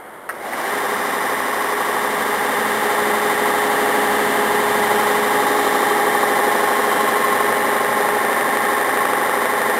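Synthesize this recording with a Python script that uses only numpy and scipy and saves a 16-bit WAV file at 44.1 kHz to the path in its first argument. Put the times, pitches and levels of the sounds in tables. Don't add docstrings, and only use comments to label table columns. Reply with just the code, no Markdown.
import sys
import numpy as np
from scipy import signal
from scipy.fft import rfft, irfft, next_fast_len
from scipy.io import wavfile
from scipy.ndimage import uniform_filter1d, map_coordinates

SR = 44100
rng = np.random.default_rng(int(sys.argv[2]) if len(sys.argv) > 2 else 0)


def master(y):
    cut = np.clip(np.atleast_2d(y).T, -1, 1)
    pcm = np.round(cut * 32767)
    wavfile.write(sys.argv[1], SR, pcm.astype(np.int16))


N = 431738
T = np.arange(N) / SR
LOOP_HZ = 12.435
# time_s, height (0 at the motor, 1 at the hood), distance_m
MIC_PATH = [(0, 0.52, 1.27), (1.6, 0.56, 1.28), (2.8, 0.22, 0.77), (4.3, 0.09, 0.62), (5.2, 0.23, 0.64),
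            (6, 0.81, 0.75), (7, 0.85, 0.68), (8.3, 1, 0.82), (9.79, 1, 0.92)]


def undb(db):
    return 10 ** (np.asarray(db) / 20)


def unit(x):
    return x / np.sqrt(np.mean(x ** 2))


def curves(table):
    times_s, *columns = np.transpose(table)
    return [np.interp(T, times_s, column) for column in columns]


def colour(x, outline):
    hz, db = np.transpose(outline)
    size = next_fast_len(N)
    bin_hz = np.maximum(np.arange(size // 2 + 1) * SR / size, 1)
    gain = undb(np.interp(np.log(bin_hz), np.log(hz), db, left=-80, right=-80))
    return unit(irfft(rfft(x, size) * gain, size)[:N])


def walk(rate_hz):
    knots = rng.standard_normal(1024)
    position = np.arange(N // 64 + 2) * 64 * rate_hz / SR
    return map_coordinates(knots, [position], mode="wrap").repeat(64)[:N]


def burst(start_s, decay_s, outline):
    fade = (T > start_s) * np.exp(-np.abs(T - start_s) / decay_s)
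    return colour(rng.standard_normal(N) * fade, outline) * np.sqrt(np.mean(fade ** 2))


def no_bass(x, hz):
    return signal.sosfilt(signal.butter(3, hz, "high", fs=SR, output="sos"), x)


def at_mic(db, closer_db, place, away_db):
    height, distance_m = curves(MIC_PATH)
    return undb(db - closer_db * np.log2(distance_m) - away_db * np.abs(height - place))


def turns(speed, hz):
    lag_s = np.cumsum(speed - 1) / SR
    return hz * (T + lag_s - lag_s[-1])


def tones(angle, table, height, waver_db, scatter=1):
    out = 0
    for multiple, motor_db, hood_db in table:
        gain = undb(motor_db + (hood_db - motor_db) * height + waver_db * walk(2.15))
        out = out + gain * np.sin(2 * np.pi * (multiple * angle + scatter * rng.random()))
    return np.sqrt(2) * out


def ventilation():
    # freq_hz, level_db
    outline = [(30, -25), (140, -17), (210, -11), (400, -2), (700, -3.5), (840, -2), (1500, -7.5),
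               (2100, -10), (2500, -26), (3250, -20.5), (4050, -29.5), (5600, -35)]
    return colour(rng.standard_normal(N), outline) * undb(-36 + .5 * walk(31))


def switch():
    # start_s, level_db
    contacts = [(.2908, -14), (.2942, -15.5), (0.301, -17), (0.3073, -21)]
    # pitch_hz, level_db, t60_s
    box_modes = [(872, -11, .035), (1141, -9, .03), (1314, -1, .04), (1480, 0, .03), (1653, -1, .04),
                 (1922, -4, .05), (2150, -7, .055), (2643, -15, .035), (2907, -17, .015)]
    t = T[:SR // 2]
    clicks = np.zeros(N)
    for start_s, level_db in contacts:
        ring = sum(undb(db) * rng.choice([-1, 1]) * np.sin(2 * np.pi * hz * t) * undb(-60 * t / t60)
                   for hz, db, t60 in box_modes)
        start = int(start_s * SR)
        clicks[start:start + len(t)] += undb(level_db - 7.5) * ring
    outline = [(200, -27), (500, -3), (1400, 1), (2100, -2), (2900, -26), (4200, -23), (5600, -18)]
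    snap_s = contacts[0][0]
    crack = burst(snap_s, .0087, outline) * undb(-24)
    tail = burst(snap_s, .13, outline) * undb(-32)
    return no_bass(clicks, 700) + crack + tail


def moan_and_knocks():
    # start_s, pitch_hz, level_db
    knocks = [(.534, 1900, -20.5), (.581, 1080, -17.5), (5.829, 850, -13), (6.313, 850, -16),
              (6.554, 800, -15)]
    slip_s, width_s = .524, .061
    swell = np.exp(-.5 * ((T - slip_s) / width_s) ** 2)
    moan = colour(rng.standard_normal(N), [(500, -41), (670, -4), (730, -2), (790, 0), (1000, -26)])
    # pitch_ratio, level_db
    ring = np.array([(.35, -35), (.85, -12), (1, 0), (1.2, -16), (2, -40)])
    knocking = sum(burst(start_s, .0068, ring * [hz, 1]) * undb(db) for start_s, hz, db in knocks)
    return moan * undb(-28) * swell + knocking


def motor(speed, height):
    # time_s, level_db
    blade_levels = [(0.75, -31.5), (1.35, -35.5), (1.7, -29.5), (2.6, -32), (2.9, -26), (4.86, -24),
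                    (7.2, -27), (7.7, -29), (9.3, -31), (9.7, -29.5)]
    # multiple, at_motor_db, at_hood_db
    shaft_partials = [(1, -61, -65), (2, -54, -58), (13, -39, -37), (21, -41, -42), (39, -51, -53)]
    idler_partials = [(3, -36.5, -46), (3.84, -45, -50), (12, -34, -39)]
    shaft, idler = turns(speed, hz=59.65), turns(speed, hz=71.08)
    blade_phase = 2 * np.pi * 7 * shaft
    blade_db = curves(blade_levels)[0] - .5 + 1.8 * height * walk(18)
    tone = undb(blade_db) * np.sin(blade_phase + .08 * walk(6))
    octave = undb(2.5 * walk(25)) * np.sin(2 * blade_phase + .6 * walk(14))
    octave *= at_mic(-32, closer_db=7, place=.93, away_db=10)
    hum = tones(shaft, shaft_partials, height, waver_db=-1.5)
    hum += tones(idler, idler_partials, height, waver_db=1.5)
    hum *= at_mic(-.5, closer_db=6.5, place=.5, away_db=3.5)
    air_outline = [(25, -21), (60, -15), (110, -15), (160, -1.5), (210, 1), (400, -19)]
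    air = colour(rng.standard_normal(N), air_outline) * at_mic(-40.5, closer_db=4, place=-1, away_db=4)
    return (np.sqrt(2) * (tone + octave) + hum + air) * speed ** 6


def strike(loops, share, modes, scatter_db, polarity=1):
    lap, part = np.divmod(loops - share, 1)
    since_s = part / LOOP_HZ
    force_db = scatter_db * rng.standard_normal(256)[lap.astype(int) % 256]
    ring = sum(undb(db - 60 * since_s / t60) * np.sin(2 * np.pi * hz * since_s) * polarity ** k
               for k, (hz, db, t60) in enumerate(modes))
    return no_bass(ring * undb(force_db), 350)


def splice(speed):
    # pitch_hz, level_db, t60_s
    platen_modes = [(815, -7, .045), (985, -4, .028), (1085, -1, .035), (1175, -2, .032), (1830, -10, .035)]
    tick_modes = [(600, -7, .012), (850, -4, .012), (1120, -3, .012), (1340, -3, .012), (1850, -3, .016)]
    # time_s, first_db, second_db, tick_db
    blow_levels = [(.7, -17, -21, -40), (1.9, -16, -20, -40), (2.4, -13.5, -15, -36), (2.9, -22, -22, -28),
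                   (5.1, -22, -22, -22), (5.8, -11, -20, -24), (6.7, -12, -19, -24), (7.3, -23, -24, -19),
                   (8.2, -23, -28, -12.5), (9.79, -23, -28, -14)]
    first_db, second_db, tick_db = curves(blow_levels)
    loops = turns(speed, LOOP_HZ) - .006 * T
    first = strike(loops, .41, platen_modes, scatter_db=1.6, polarity=-1) * undb(first_db)
    second = strike(loops, .9, platen_modes, scatter_db=2.5, polarity=-1) * undb(second_db)
    rebound = strike(loops, 0, platen_modes, scatter_db=2.5, polarity=-1) * undb(second_db - 2)
    tick = strike(loops, .535, tick_modes, scatter_db=2) * undb(tick_db)
    return (first + second + rebound + tick) * speed ** 6


def resonances(loops, height, slap):
    # loop_multiple, at_motor_db, at_hood_db
    platen_boom = [(64, -16, -5), (66, -2, -1), (67, -6, -12), (68, -11, -14)]
    top_roller = [(84, -17, -17), (85, -8, -7), (86, -2, -1), (87, -10, -10)]
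    bearing_whine = [(252, -13, -12), (253, -1, -1), (256, -12, -11)]
    frame_thrum = [(31, -45, -39), (32, -43, -40), (33, -44, -42)]
    hood_chime = [(142, -39, -34), (144, -41, -39), (145, -36, -34), (146, -39, -37), (147, -41, -41)]
    weak_rings = [(22, -41, -44), (40, -39, -38), (41, -42, -44), (42, -52, -39), (44, -51, -37),
                  (46, -52, -40), (50, -45, -40), (70, -42, -45), (77, -36.5, -43), (83, -44, -44),
                  (92, -38, -37), (101, -39, -41), (130, -39, -47), (132, -44, -45), (163, -44, -41)]
    # time_s, level_db
    boom_levels = [(1.6, -51), (2.4, -30), (3, -30.5), (4.3, -26.5), (5, -27.5), (5.6, -25.5), (6.4, -26.5),
                   (7.2, -35), (8, -36.5), (9.79, -30.5)]
    roller_levels = [(.7, -40), (2.6, -41), (4.3, -45), (5.5, -38), (6.2, -30), (7, -28.5), (8.2, -29),
                     (9.79, -30)]
    whine_levels = [(1.5, -60), (2.3, -52), (3.8, -59), (4.5, -48), (5.4, -48), (5.9, -40), (6.4, -49),
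                    (6.7, -45), (7.1, -41.5), (7.8, -52)]

    def throb(table, share):
        return tones(loops - share, table, height, waver_db=1.2, scatter=.08)

    boom = throb(platen_boom, .05) * undb(curves(boom_levels)[0])
    roller = throb(top_roller, .09) * undb(curves(roller_levels)[0] + 1.5 * walk(13))
    whine = tones(loops, bearing_whine, height, waver_db=1.5)
    whine *= undb(curves(whine_levels)[0] + 3.5 * walk(11))
    kicked = tones(loops, weak_rings, height, waver_db=1.5) * unit(1 + .5 * slap)
    others = kicked + throb(frame_thrum, .65) + throb(hood_chime, .82)
    return boom + roller + whine + others * at_mic(-2, closer_db=3, place=0, away_db=-2)


def slapping(loops, height, decay_s, scatter_db):
    # loop_share, at_motor_db, at_hood_db
    slaps = [(.06, -1, -3), (.125, -5, -3), (.38, -6, -5), (.52, -4, -6), (.585, -3, -1), (.98, -8, -7)]
    strength = 0
    for share, motor_db, hood_db in slaps:
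        lap, part = np.divmod(loops - share, 1)
        chance = rng.standard_normal(256)[lap.astype(int) % 256]
        force = undb(motor_db + (hood_db - motor_db) * height + scatter_db * chance)
        strength = strength + force * np.exp(-part / LOOP_HZ / decay_s)
    return unit(uniform_filter1d(strength, size=24))


def surface(loops, patchy_db):
    size = 3546
    bins = size // 2 + 1
    patches = np.sqrt(3) * uniform_filter1d(rng.standard_normal(bins), size=3)
    bumps = irfft(undb(patchy_db * patches) * np.exp(2j * np.pi * rng.random(bins)), size)
    return unit(np.interp(loops % 1 * size, np.arange(size + 1), np.append(bumps, bumps[0])))


def rub(loops, speed, repeat, wander, patchy_db):
    repeating = repeat * speed
    track = surface(loops, patchy_db)
    track += wander * sum(walk(1.202) * surface(loops, patchy_db) for _ in range(2))
    track /= np.sqrt(uniform_filter1d(track ** 2, size=SR // 3))
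    return np.sqrt(repeating) * track + np.sqrt(1 - repeating) * rng.standard_normal(N)


def belt(speed, height):
    # freq_hz, level_db
    frame_band = [(30, -44), (60, -31), (110, -20), (175, -15), (225, -3.5), (270, -3), (315, -5),
                  (385, -1), (450, -3.5), (520, -0.5), (700, -3.5), (850, -16), (1200, -42)]
    platen_band = [(450, -60), (680, -15), (800, 1), (920, -0.5), (1070, 3), (1200, -1.5), (1330, -3.5),
                   (1600, -16.5), (2200, -64)]
    hood_band = [(900, -32), (1350, -6), (1500, -6.5), (1620, 0.5), (1800, -2), (2030, 0.5), (2250, -7.5),
                 (2480, -16), (3300, -51)]
    hood_mode = [(1600, -28), (1750, -6), (1805, 0), (1850, -6), (1980, -28)]
    hiss_band = [(1900, -31), (2500, -13), (2750, 1.5), (3120, 4), (3260, 0), (3650, 2.7), (4000, -3),
                 (4450, -5.5), (5000, -5), (5600, -10)]
    sizzle_band = [(4400, -24), (4950, 0), (5600, -1.5)]
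    rasp_band = [(3300, -9), (3850, -2), (4100, -2), (4600, -19)]
    loops = turns(speed, LOOP_HZ)
    slap = slapping(loops, height, decay_s=.009, scatter_db=1.3)
    body = rub(loops, speed, repeat=.5, wander=.4, patchy_db=1.5)
    grit = rub(loops, speed, repeat=.62, wander=.7, patchy_db=3.2) * (1 + .12 * slap)
    frame = colour(body * (1 + .29 * slap), frame_band)
    frame *= at_mic(-27, closer_db=4.5, place=1, away_db=1.5)
    platen = colour(body * (1 + .5 * slap), platen_band)
    platen *= at_mic(-25.5, closer_db=2.5, place=-.13, away_db=1)
    hood = colour(grit, hood_band) * at_mic(-26, closer_db=2.5, place=.3, away_db=0)
    clang = colour(body * (1 + .4 * slap), hood_mode) * at_mic(-29.5, closer_db=3, place=4, away_db=3)
    clang *= unit(undb(4.5 * np.cos(2 * np.pi * (loops - .82))))
    hiss = colour(grit, hiss_band) * at_mic(-34.5, closer_db=3, place=.22, away_db=3.5)
    sizzle = colour(grit, sizzle_band) * at_mic(-47.5, closer_db=1.5, place=.65, away_db=17)
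    rasp = colour(grit, rasp_band) * at_mic(-47, closer_db=11, place=.67, away_db=23)
    rubbing = platen + hood + clang + hiss + sizzle + rasp
    return frame * speed ** .69 + rubbing * speed ** 1.15 + resonances(loops, height, slap) * speed ** 6


def scene():
    on_s, run_up_s = .29, .41
    speed = np.clip((T - on_s) / run_up_s, 0, 1)
    height, _ = curves(MIC_PATH)
    sander = belt(speed, height) + splice(speed) + motor(speed, height) + moan_and_knocks() + switch()
    return (sander + ventilation())[None]


def record(dry):
    hold, band_hz, top_hz = 4, 5700, 15750
    band = signal.sosfilt(signal.ellip(8, .2, 60, band_hz, fs=SR, output="sos"), dry)
    held = band[:, ::hold].repeat(hold, axis=1)[:, :N]
    return signal.sosfilt(signal.ellip(14, .2, 80, top_hz, fs=SR, output="sos"), held)


dry = scene()
out = record(dry)
master(out)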